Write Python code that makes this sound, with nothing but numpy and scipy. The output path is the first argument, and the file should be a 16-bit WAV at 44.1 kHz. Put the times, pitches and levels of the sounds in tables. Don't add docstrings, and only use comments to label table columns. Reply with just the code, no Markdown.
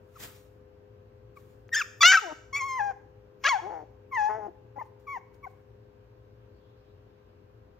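import sys
import numpy as np
from scipy import signal
from scipy.fft import rfft, irfft, next_fast_len
from scipy.io import wavfile
from scipy.ndimage import uniform_filter1d

SR = 44100
rng = np.random.default_rng(int(sys.argv[2]) if len(sys.argv) > 2 else 0)


def wrap_up_sound(samples):
    columns = np.atleast_2d(samples).T
    tamed = np.clip(columns, -1, 1)
    steps = np.round(tamed * 32767).astype(np.int16)
    wavfile.write(sys.argv[1], SR, steps)


N = 343655

# time_s, pitch_hz, level_db, mouth_0_to_1, bright_db_per_octave, treble_lift_db
CRY_STRETCHES = [
    [(0.162, 1350, -51, 0.32, 2, 3), (0.174, 1110, -53, 0.32, -4, -7.0)],
    [(1.366, 1255, -60.5, 0.67, -4, -16), (1.374, 1127, -46, 0.7, -9, -15),
     (1.388, 1108, -65.5, 0.3, 0, -6)],
    [(1.723, 1829, -43.5, 0.86, -6, -16.5), (1.731, 1860, -26.5, 0.6, 4, 1.24),
     (1.738, 1899, -23.5, 0.6, 12.5, -12.5), (1.744, 1672, -28, 0.73, 7, 0.74),
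     (1.75, 1508, -24.5, 0.66, 6, 6), (1.758, 1639, -24.5, 0.63, 8, -0.6),
     (1.768, 1805, -23.5, 0.56, 2.6, 9), (1.788, 1776, -27, 0.57, 5.3, 11),
     (1.8, 1682, -28.5, 0.61, 6.8, 9), (1.812, 1408, -27.5, 0.8, 2, -22.5), (1.817, 1308, -25, 0.8, -2, -4),
     (1.823, 1133, -32, 0.8, 2, -13.5)],
    [(2.013, 1179, -21.0, 1, -5.2, -4.0), (2.019, 1132, -16.5, 0.96, 4.5, -5.5),
     (2.027, 1162, -18, 1, -8, 3.26)],
    [(2.033, 661.8, -11.5, 0.51, 4, -2), (2.045, 677, -15, 1, -1.5, -16),
     (2.057, 707, -10.5, 0.89, 8, -22.5), (2.075, 738.5, -14, 0.87, 10.5, -22.5),
     (2.11, 762.2, -16.5, 0.84, 11.5, -27), (2.12, 755, -15.5, 0.59, 6, -9.5),
     (2.134, 809, -19, 0.6, 9.5, -17.5), (2.145, 798.3, -17, 0.55, 4.5, -8.0),
     (2.156, 768, -13.5, 0.56, 6.5, -13), (2.168, 752, -25, 0.7, -0.7, -13.4)],
    [(2.175, 1334, -16.5, 0.54, -3, 6), (2.191, 1280, -27, 0.53, -8, 1.2),
     (2.195, 1240, -37, 0.9, -4.5, -14)],
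    [(2.224, 450, -42, 0.27, -9, -0.74), (2.24, 399, -38, 0.3, -1, -26),
     (2.254, 361.1, -39.5, 0.01, -8, -13), (2.28, 329.3, -38.5, 0.19, -2.5, -3),
     (2.3, 305.2, -40.5, 0, 2.7, -6), (2.33, 305.9, -39, 0.45, -11.5, 12)],
    [(2.534, 1086, -34.5, 0.57, -2.5, 1), (2.542, 1108, -33, 0.68, -1.2, -0.5),
     (2.554, 1096, -27, 0.65, 2.5, -4.5), (2.568, 1150, -28.0, 0.77, 7.5, -14.5),
     (2.582, 1162, -33, 0.69, 11, -26), (2.6, 1096, -35, 0.77, -1.2, -4),
     (2.61, 1083, -30.5, 0.58, 4, -18.5), (2.626, 1052, -30.7, 0.46, 3, -13),
     (2.666, 1110, -33.5, 0.53, -1, -9.5), (2.692, 1065, -33.5, 0.49, 2.5, -10),
     (2.775, 1031, -32, 0.41, 0, -10.5), (2.793, 945, -30.5, 0.42, -1, -16.5),
     (2.799, 842.7, -28.5, 0.39, -4, -10), (2.81, 848.4, -24.5, 0.27, -5.5, -2),
     (2.816, 800.6, -28.5, 0.27, -2.5, -11.5), (2.846, 824.5, -30.5, 0.15, 1.5, -14.5),
     (2.902, 797, -31, 0.19, -1.5, -10), (2.92, 744.5, -43.5, 0.1, -2.5, -15)],
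    [(3.444, 1094, -29, 0.9, -2, -10), (3.447, 1082, -28, 0.93, -1.2, -21.5)],
    [(3.453, 547, -20.5, 0.62, -12, 16.5), (3.466, 558.3, -19, 0.5, -9.5, 25),
     (3.474, 614, -22.9, 1, -7.7, -6.5), (3.482, 670, -22, 0.54, -6.5, 13),
     (3.488, 721.3, -25, 0.19, 0.9, 0)],
    [(3.494, 1119, -21.5, 0.8, -2, 7), (3.503, 1109, -25, 0.57, -2.1, 1.5),
     (3.514, 1069, -24, 0.54, -1, -8), (3.53, 943, -23.5, 0.29, -4.5, 6),
     (3.562, 769.6, -27.5, 0.2, -6.5, 2.5), (3.578, 739, -35.5, 0.12, -6.5, 3.5)],
    [(3.584, 865.5, -40.5, 0.24, -2.5, 5), (3.596, 881, -32.5, 0.15, -9, 3.5),
     (3.608, 910.3, -43, 0.14, -4, -0.9)],
    [(3.62, 331.3, -46.5, 0.24, -3.5, 2.5), (3.654, 372.5, -38.5, 0.18, -4.5, 7.5),
     (3.674, 412.9, -37.5, 0.16, -3, -4.5), (3.698, 431, -41.5, 0.2, -5, -10.4)],
    [(3.704, 161, -39, 0.12, 0, -10), (3.728, 177, -40.5, 0.19, -2.5, -5.5),
     (3.742, 163.8, -38.5, 0.16, -1, -5), (3.78, 158.4, -43, 0.16, -1.5, -12.5),
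     (3.812, 149, -45, 0.2, -3, -1.5), (3.838, 152.2, -50, 0.01, -9, 3.5)],
    [(4.118, 1118, -47.5, 0.6, -5.5, -19.4), (4.126, 1099, -36.5, 0.63, -1.5, -24.5),
     (4.138, 1020, -31, 0.46, -4, -15.5), (4.148, 1064, -32.5, 0.51, 1.6, -19),
     (4.165, 978.6, -28.0, 0.53, 1, -27), (4.181, 879, -26, 0.35, -1.5, -14),
     (4.211, 834.7, -26, 0.23, -0.6, -11.5), (4.261, 837.4, -26.5, 0.19, -4.5, 1.5),
     (4.288, 866.8, -26.5, 0.2, -2.5, -15)],
    [(4.294, 213, -31, 0.2, 0.2, -21), (4.302, 211.1, -30, 0.27, 0.6, -17.5),
     (4.362, 216.3, -36.5, 0.08, 4.5, -35), (4.374, 221, -37.5, 0.02, 3.5, -33.5),
     (4.39, 218, -39, 0.04, -1, -27.9), (4.406, 209.5, -41.6, 0.05, 0, -23.5),
     (4.42, 208, -40.5, 0.24, -3.3, -19.5), (4.472, 205, -38.5, 0.21, -6, -15.5)],
    [(4.484, 353, -40, 0, -5, -25.5), (4.494, 342, -47, 0, -14, -19)],
    [(4.764, 280.4, -47, 0.12, 1, -16), (4.782, 275, -36.5, 0.18, -6.5, -20.5)],
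    [(4.788, 974.5, -40.5, 0.45, -8.1, -21.5), (4.8, 1068, -38.5, 0.53, -2.5, -25),
     (4.81, 968.3, -40, 0.35, -7, -20), (4.816, 902, -36, 0.35, -5.5, -23.5),
     (4.824, 870, -35, 0.16, -14, -18), (4.827, 883, -45.5, 0.2, -5.5, -2)],
    [(5.074, 1183, -45, 0.61, -4, -12), (5.082, 1099, -38.5, 0.6, -3.5, -19.5),
     (5.12, 1129, -37.5, 0.65, 1.8, -26), (5.146, 1049, -36.5, 0.51, -1, -18.5),
     (5.16, 971.4, -36.5, 0.44, -4, -17), (5.172, 893.5, -34.5, 0.25, -2, -10.5)],
    [(5.176, 803, -37.5, 0.12, -8, -13.5), (5.182, 768, -51, 0.12, 0, -6.5)],
    [(5.434, 1127, -51, 0.62, -5, -14.6), (5.444, 1118, -41, 0.66, -0.6, -28),
     (5.452, 1067, -40, 0.58, -3.5, -26), (5.459, 953, -44, 0.3, -7.4, -17.5)],
    [(5.468, 770, -42.5, 0.12, -6, -7), (5.474, 752, -40.5, 0.12, -5, -13.5)],
]
# freq_hz, gain_db
THROAT_RESPONSE = [(550, -31.0), (800, -8.5), (1100, -7.5), (1500, -0.3), (2200, -8.5), (3000, -6.5),
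                   (3600, -10.0), (4200, -9.5), (5100, -8.0), (6000, -2.0), (6900, -5.5), (7900, -14.5),
                   (8600, -21.5), (10500, -31), (12000, -27.5), (13500, -20), (15500, -29)]
# freq_hz, gain_db
MOAN_RESPONSE = [(150, -20.5), (250, -13.5), (400, -1.05), (650, -7.0), (830, 0.0), (1100, -12.5),
                 (1500, -6.0), (2100, -4.5), (2600, -24.5), (3200, -11.5), (4800, -14.0), (9000, -24.5)]
# start_s, length_s, added_depth_0_to_1
RASP_MOMENTS = [(1.735, .065, .03), (1.362, .008, .25), (1.808, .01, .15), (2.024, .01, .45),
                (2.118, .028, .65), (2.3, .04, .25), (2.555, .042, .2), (2.908, .02, .45),
                (3.436, .012, .45), (3.45, .035, .04), (3.485, .007, .35), (3.655, .045, .3),
                (3.7, .1, .32), (3.8, .045, .45), (4.295, .04, .18), (4.335, .06, .3), (4.395, .1, .18),
                (4.76, .02, .16), (4.812, .007, .3)]
AIR_TO_VOICE_DB = [-32, -28, -25.5, -23, -24, -26, -38.5, -33.5, -7.5, -19.5, -30, -28, -40.5, -39.5, -33,
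                   -31, -32, -29.5, -27, -27.5, -26, -31, -26]
# freq_hz, density_db_per_hz
BREATH_COLOUR = [(400, -65), (700, -31), (1500, -8), (2500, -7.5), (3300, -17), (3900, -26.5), (5000, -15),
                 (6700, -12.5), (7700, -28.5), (9000, -44.5), (11500, -47), (13500, -39), (15500, -45.5)]
# freq_hz, density_db_per_hz
HIGH_HISS_COLOUR = [(9000, -40), (11500, -13.5), (12500, -2), (13700, 0), (14800, -6), (15600, -17)]
# start_s, level_db, ring_hz
LIP_SMACKS = [(1.683, -56, 6300), (1.692, -38, 1850), (5.345, -60, 5000)]
# freq_hz, left_lead_rad
DIRECT_LEAD = [(300, 0), (500, -.8), (800, -1.6), (950, -1.3), (1150, -.7), (1700, 0), (3600, 0),
               (4200, .7), (5000, 0)]
# freq_hz, left_minus_right_db
DIRECT_LEAN = [(200, 4.5), (350, 12.5), (650, 10), (820, 9.5), (1000, 3.5), (1700, 3), (2300, 2.5),
               (3500, 2), (4300, -7.5), (5500, -1.5), (8000, 1.5)]
# peak_s, level_db (before a common lift), rise_db_per_s, fall_db_per_s
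RUSTLE_BURSTS = [(.17, -79, 55, 100), (0.204, -52.5, 1500, 153), (.236, -47, 302, 211),
                 (.36, -65, 200, 106), (1.368, -67, 1300, 300), (1.4, -75, 600, 50), (1.51, -79, 300, 196),
                 (4.998, -77, 1800, 202), (5.344, -72.5, 1299, 429.5), (4.86, -78, 300, 298),
                 (5.468, -79.5, 601, 62), (5.515, -80, 600, 1500)]
# freq_hz, density_db_per_hz
PLUSH_COLOUR = [(200, -7), (400, -11), (700, -11), (1200, -10), (2000, -12), (3500, -14), (6000, -17),
                (9500, -12), (11500, -16.5), (13700, -14), (14700, -21), (15700, -22.5)]
# freq_hz, likeness_-1_to_1
PLUSH_LIKENESS = [(400, .7), (700, .3), (1200, .8), (1900, .7), (2600, -.1), (4700, .1), (5700, .85),
                  (7700, .7), (9000, 1), (11000, 1), (12500, .7), (14500, 1)]
# freq_hz, left_minus_right_db
PLUSH_BALANCE = [(400, 7), (1300, 10), (1600, 4), (2500, -3), (4500, 0.5)]
# freq_hz, t60_s
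ROOM_DECAY = [(400, 0.62), (1300, 0.56), (3500, 0.56), (9000, 0.63)]
# freq_hz, likeness_-1_to_1
ROOM_LIKENESS = [(3000, .3), (5500, .6), (8000, .8), (8700, 1), (11000, 1), (12000, .75), (14000, .9)]
# centre_hz, width_hz, level_db (before left/right balance)
LOW_DRONES = [(59.4, 11, -67), (96.9, 17, -63), (113.6, 6.5, -61.5)]
# freq_hz, level_db (before left/right balance)
STEADY_TONES = [(936.7, -87), (1039, -85), (1561, -86), (1663, -93.5)]
# freq_hz, level_db (before left/right balance), slope_db_per_s after HUM_SINK_START_S
HUM_TONES = [(412.3, -61.5, -1.5), (511.3, -62.5, -2)]
# freq_hz, density_db_per_hz
ROOM_TONE_COLOUR = [(30, -30.5), (46, -15.5), (100, -3.5), (141, -15.5), (220, -14), (400, -12.5),
                    (560, -17), (700, -19.5), (1100, -25), (2100, -35), (2700, -35), (3500, -43),
                    (4500, -44), (5500, -46), (6700, -51.5), (10000, -54.5), (13000, -49), (14200, -53.5),
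                    (15700, -67.5)]
# freq_hz, likeness_-1_to_1
BACKGROUND_LIKENESS = [(60, .8), (130, .86), (350, .65), (520, .1), (700, -.6), (1000, -.35), (1350, 0),
                       (1700, .4), (2200, -.2), (4000, 0), (5200, -.6), (6300, .1), (7000, .5), (8700, 1),
                       (11000, 1), (12000, .7), (14300, .9)]
# freq_hz, left_minus_right_db
BACKGROUND_BALANCE = [(60, 0.5), (110, 4), (200, 2.5), (380, 10.5), (700, 2), (1290, 0), (2380, -0.5),
                      (4400, 0.5), (8120, -1), (15000, -2.5)]
# time_s, level_db
SWELL_LEVEL = [(5.5, -94.5), (6.3, -85.5), (6.9, -78), (7.8, -91)]
# freq_hz, density_db_per_hz
SWELL_COLOUR = [(1500, -26.5), (2200, -5), (3500, -1), (5000, -5.5), (7000, -26)]
# freq_hz, left_lead_rad
MIC_PORT_LEAD = [(5000, 0), (5700, .5), (6700, 1.3), (7700, 2.1), (8600, np.pi), (11000, np.pi),
                 (12700, 4.6), (14300, 2 * np.pi)]

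BAND_LIMIT_HZ = 15800
CALM_DEPTH, FLUTTER_MAX_HZ = .04, 260
MOUTH_SHUT_HZ, MOUTH_OPEN_HZ, MOUTH_Q = 600, 3840, 5
TREBLE_HZ, FLICKER_DB = 2600, 3.5
ATTACK_S, BLEND_S = .008, .006
NASAL_HZ, NASAL_OCTAVES, NASAL_DB = 3470, 0.4, -9.5
SOFT_DB, LOUD_DB = -32, -20
LEAD_NOISE_DB = -19.5
AIR_DB_PER_TREBLE_DB = .4
HIGH_HISS_DB, HIGH_HISS_OPEN_DB, HIGH_HISS_POWER = -65.5, 25, .6
ROOM_DB, ROOM_TONE_DB, HUM_SINK_START_S = -15.5, -59, 4.6


def puppy():
    t = np.arange(N) / SR
    time_s, pitch_hz, _, mouth, bright_db, treble_db = np.vstack(CRY_STRETCHES).T
    pitch_hz = np.interp(t, time_s, pitch_hz)
    shine_db = np.interp(t, time_s, treble_db + 2 * bright_db)
    mouth = np.interp(t, time_s, mouth)
    depth = rasp_depth(t)
    voice = cries(pitch_hz, depth)
    loudness = noise_envelope(voice)
    ratio_db = np.repeat(AIR_TO_VOICE_DB, [len(rows) for rows in CRY_STRETCHES])
    airy_db = np.interp(t, time_s, ratio_db) + AIR_DB_PER_TREBLE_DB * shine_db
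    breath = amp(airy_db) * (1 + 6 * depth) * loudness * mono_hiss(BREATH_COLOUR, patchy_db=0)
    return voice + breath + high_hiss(loudness, mouth) + lips()


def rasp_depth(t):
    rasping = sum(depth * (abs(t - start - length / 2) < length / 2) for start, length, depth in RASP_MOMENTS)
    return CALM_DEPTH + uniform_filter1d(rasping, size=350)


def cries(pitch_hz, depth):
    shake = depth * fuzz(np.minimum(pitch_hz / 2, FLUTTER_MAX_HZ), 90, N)
    flutter = shake / np.sqrt(1 + depth ** 2)
    waver = .002 * fuzz(0, 90, N) + .03 * depth * fuzz(0, 400, N)
    voice, cycles = np.zeros((2, N))
    for rows in CRY_STRETCHES:
        at, turns, sound = cry(rows, flutter, waver, cycles)
        voice[at] += sound
        cycles[at] = turns
    return voice


def cry(rows, flutter, waver, cycles):
    time_s, *columns = np.transpose(rows)
    first, last = round(time_s[0] * SR), round(time_s[-1] * SR)
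    fade = round(BLEND_S * SR)
    rise = fade if cycles[first - fade] else round(ATTACK_S * SR)
    at = np.arange(first - rise, last + fade)
    hz, level_db, mouth, bright_db, treble_db = (np.interp(at / SR, time_s, c) for c in columns)
    hz = uniform_filter1d(hz, fade, mode="nearest")
    turns = cycles[at[0]] + np.cumsum(hz * (1 + waver[at])) / SR

    k = np.arange(1, int(BAND_LIMIT_HZ / max(hz.min(), 500)))[:, None]
    partial_hz = k * hz
    tract = THROAT_RESPONSE if hz.max() > 500 else MOAN_RESPONSE
    gain_db = read(tract, partial_hz) + bright_db * np.log2(np.minimum(partial_hz, 7500))
    gain_db += treble_db / (1 + (TREBLE_HZ / partial_hz) ** 6)
    nasal = np.clip((LOUD_DB - level_db) / (LOUD_DB - SOFT_DB), 0, 1)
    gain_db += nasal * NASAL_DB * np.exp(-(np.log2(partial_hz / NASAL_HZ) / NASAL_OCTAVES) ** 2)
    flicker = evened(uniform_filter1d(rng.standard_normal((len(k), len(at))), size=500, axis=1))
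    gain_db += FLICKER_DB * flicker * np.clip(partial_hz / TREBLE_HZ - 1, 0, 1)

    u = partial_hz / (MOUTH_SHUT_HZ * (MOUTH_OPEN_HZ / MOUTH_SHUT_HZ) ** mouth)
    resonance = np.maximum(u, 1) / np.hypot(1 - u ** 2, u / MOUTH_Q)
    heights = amp(gain_db) * resonance
    heights *= (partial_hz < BAND_LIMIT_HZ) / np.linalg.norm(heights, axis=0)
    partials = heights * np.sin(2 * np.pi * k * turns + k * k)
    tone = np.sqrt(2) * amp(level_db) * partials.sum(0)
    edge = np.clip(np.minimum((at - at[0]) / rise, (at[-1] - at) / fade), 0, 1)
    return at, turns, tone * (1 + flutter[at]) * np.sin(edge * np.pi / 2) ** 2


def noise_envelope(voice):
    trailing = np.sqrt(lag(voice ** 2, 250))
    leading = np.sqrt(lag(voice[::-1] ** 2, 300)[::-1])
    return trailing + amp(LEAD_NOISE_DB) * leading


def high_hiss(loudness, mouth):
    level = amp(HIGH_HISS_DB + HIGH_HISS_OPEN_DB * mouth) * loudness ** HIGH_HISS_POWER
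    return level * mono_hiss(HIGH_HISS_COLOUR, patchy_db=2)


def lips():
    clicks = np.zeros(N)
    u = np.arange(200) / SR
    for start_s, level_db, hz in LIP_SMACKS:
        start = round(start_s * SR)
        clicks[start:start + 200] += amp(level_db) * np.exp(-u / .0005) * np.sin(2 * np.pi * hz * u)
    return clicks


def cushion():
    t = np.arange(N) / SR
    level = sum(amp(db - np.where(t < peak_s, rise * (peak_s - t), fall * (t - peak_s)))
                for peak_s, db, rise, fall in RUSTLE_BURSTS)
    lift = amp(3.5 + 0.51 * fuzz(0, 73, N))
    return level * lift * hiss(PLUSH_COLOUR, PLUSH_LIKENESS, PLUSH_BALANCE, patchy_db=1.5)


def room(x):
    taps = np.zeros((2, SR))
    at = np.arange(300, SR - 20, 20) + rng.integers(0, 20, (2, (SR - 301) // 20))
    np.put_along_axis(taps, at, rng.choice([-1., 1.], at.shape), axis=1)
    hz, t, (left, other) = signal.stft(taps, SR, nperseg=256)
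    like = read(ROOM_LIKENESS, hz)[:, None]
    pair = np.array([left, like * left + np.sqrt(1 - like ** 2) * other])
    decay = amp(-60 * t / read(ROOM_DECAY, hz)[:, None])
    tail = signal.istft(pair * decay, SR, nperseg=256)[1]
    return signal.fftconvolve(x[None], tail / np.linalg.norm(tail[0]), axes=1)[:, :N]


def machine():
    t = np.arange(N) / SR
    drones = sum(amp(db) * fuzz(hz, width, N) for hz, width, db in LOW_DRONES)
    tones = sum(amp(db) * np.sin(2 * np.pi * (hz * t + rng.random())) for hz, db in STEADY_TONES)
    for hz, db, slope_db in HUM_TONES:
        level_db = db + slope_db * np.maximum(t - HUM_SINK_START_S, 0) + 0.4 * fuzz(0, 2, N)
        tones = tones + amp(level_db) * np.sin(2 * np.pi * hz * t)
    return drones * amp([[1.2], [-1.2]]) + np.sqrt(2) * tones * amp([[3.], [-5.]])


def room_tone():
    noise = hiss(ROOM_TONE_COLOUR, BACKGROUND_LIKENESS, BACKGROUND_BALANCE, patchy_db=.7)
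    return amp(ROOM_TONE_DB) * noise


def treble_swell():
    level_db = np.interp(np.arange(N) / SR, *np.transpose(SWELL_LEVEL))
    return amp(level_db) * hiss(SWELL_COLOUR, BACKGROUND_LIKENESS, BACKGROUND_BALANCE, patchy_db=3.5)


def ports(x, lead, lean):
    size = next_fast_len(N + 2048)
    hz = np.fft.rfftfreq(size, 1 / SR)
    left = amp(read(lean, hz) / 2) * np.exp(.5j * read(lead, hz))
    return irfft(rfft(x, size) * np.array([left, 1 / left]), size)[:, :N]


def hiss(colour, likeness, lean, patchy_db):
    frames, hz = N // 256 + 5, np.fft.rfftfreq(1024, 1 / SR)
    a, b, c, d, patches = rng.standard_normal((frames, 513, 5)).T
    patches = evened(uniform_filter1d(uniform_filter1d(patches, size=14, axis=0), size=12, axis=1))
    like = read(likeness, hz)[:, None]
    tilt = amp(read(lean, hz) / 2)[:, None]
    left = a + 1j * b
    right = like * left + np.sqrt(1 - like ** 2) * (c + 1j * d)
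    pair = np.array([tilt * left, right / tilt])
    pair *= amp(read(colour, hz)[:, None] + patchy_db * patches) / np.sqrt(tilt ** 2 + tilt ** -2)
    return evened(signal.istft(pair, nperseg=1024, noverlap=768)[1][:, :N])


def mono_hiss(colour, patchy_db):
    return hiss(colour, [(1, 1)], [(1, 0)], patchy_db)[0]


def fuzz(hz, width_hz, size):
    r = np.exp(-np.pi * width_hz / SR)
    white = rng.standard_normal((size, 2)) @ [1, 1j]
    slow = signal.lfilter([1], [1, -2 * r, r * r], white)
    carrier = np.exp(2j * np.pi * np.cumsum(hz * np.ones(size)) / SR)
    return evened((slow * carrier).real)


def lag(x, samples):
    return signal.lfilter([1 / samples], [1, 1 / samples - 1], x)


def read(points, hz):
    f, value = np.transpose(points)
    return np.interp(np.log(hz + 1), np.log(f + 1), value)


def evened(x):
    return x / np.sqrt(np.mean(x ** 2) + 1e-20)


def amp(db):
    return 10 ** (np.asarray(db) / 20)


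def scene():
    dog = puppy()
    direct = ports(dog, DIRECT_LEAD, DIRECT_LEAN)
    return direct + amp(ROOM_DB) * room(dog) + cushion() + machine() + room_tone() + treble_swell()


def record(dry):
    heard = ports(dry, MIC_PORT_LEAD, [(1, 0.0026)])
    heard = signal.sosfilt(signal.butter(4, 42, "high", fs=SR, output="sos"), heard)
    power_db = 10 * np.log10(abs(uniform_filter1d((heard ** 2).mean(0), 2000)) + 1e-12)
    fall_db = np.arange(N) * 70. / SR
    held_db = np.maximum.accumulate(power_db + fall_db) - fall_db
    over_db = np.maximum(held_db + 27, 0)
    low = signal.sosfiltfilt(signal.butter(4, 560, fs=SR, output="sos"), heard)
    ducked = heard - low * (1 - amp(-.8 * lag(over_db, 4000)))
    band_limit = signal.firwin(511, BAND_LIMIT_HZ, window=("kaiser", 9), fs=SR)
    return signal.oaconvolve(ducked, band_limit[None], "same")


dry = scene()
out = record(dry)
wrap_up_sound(out)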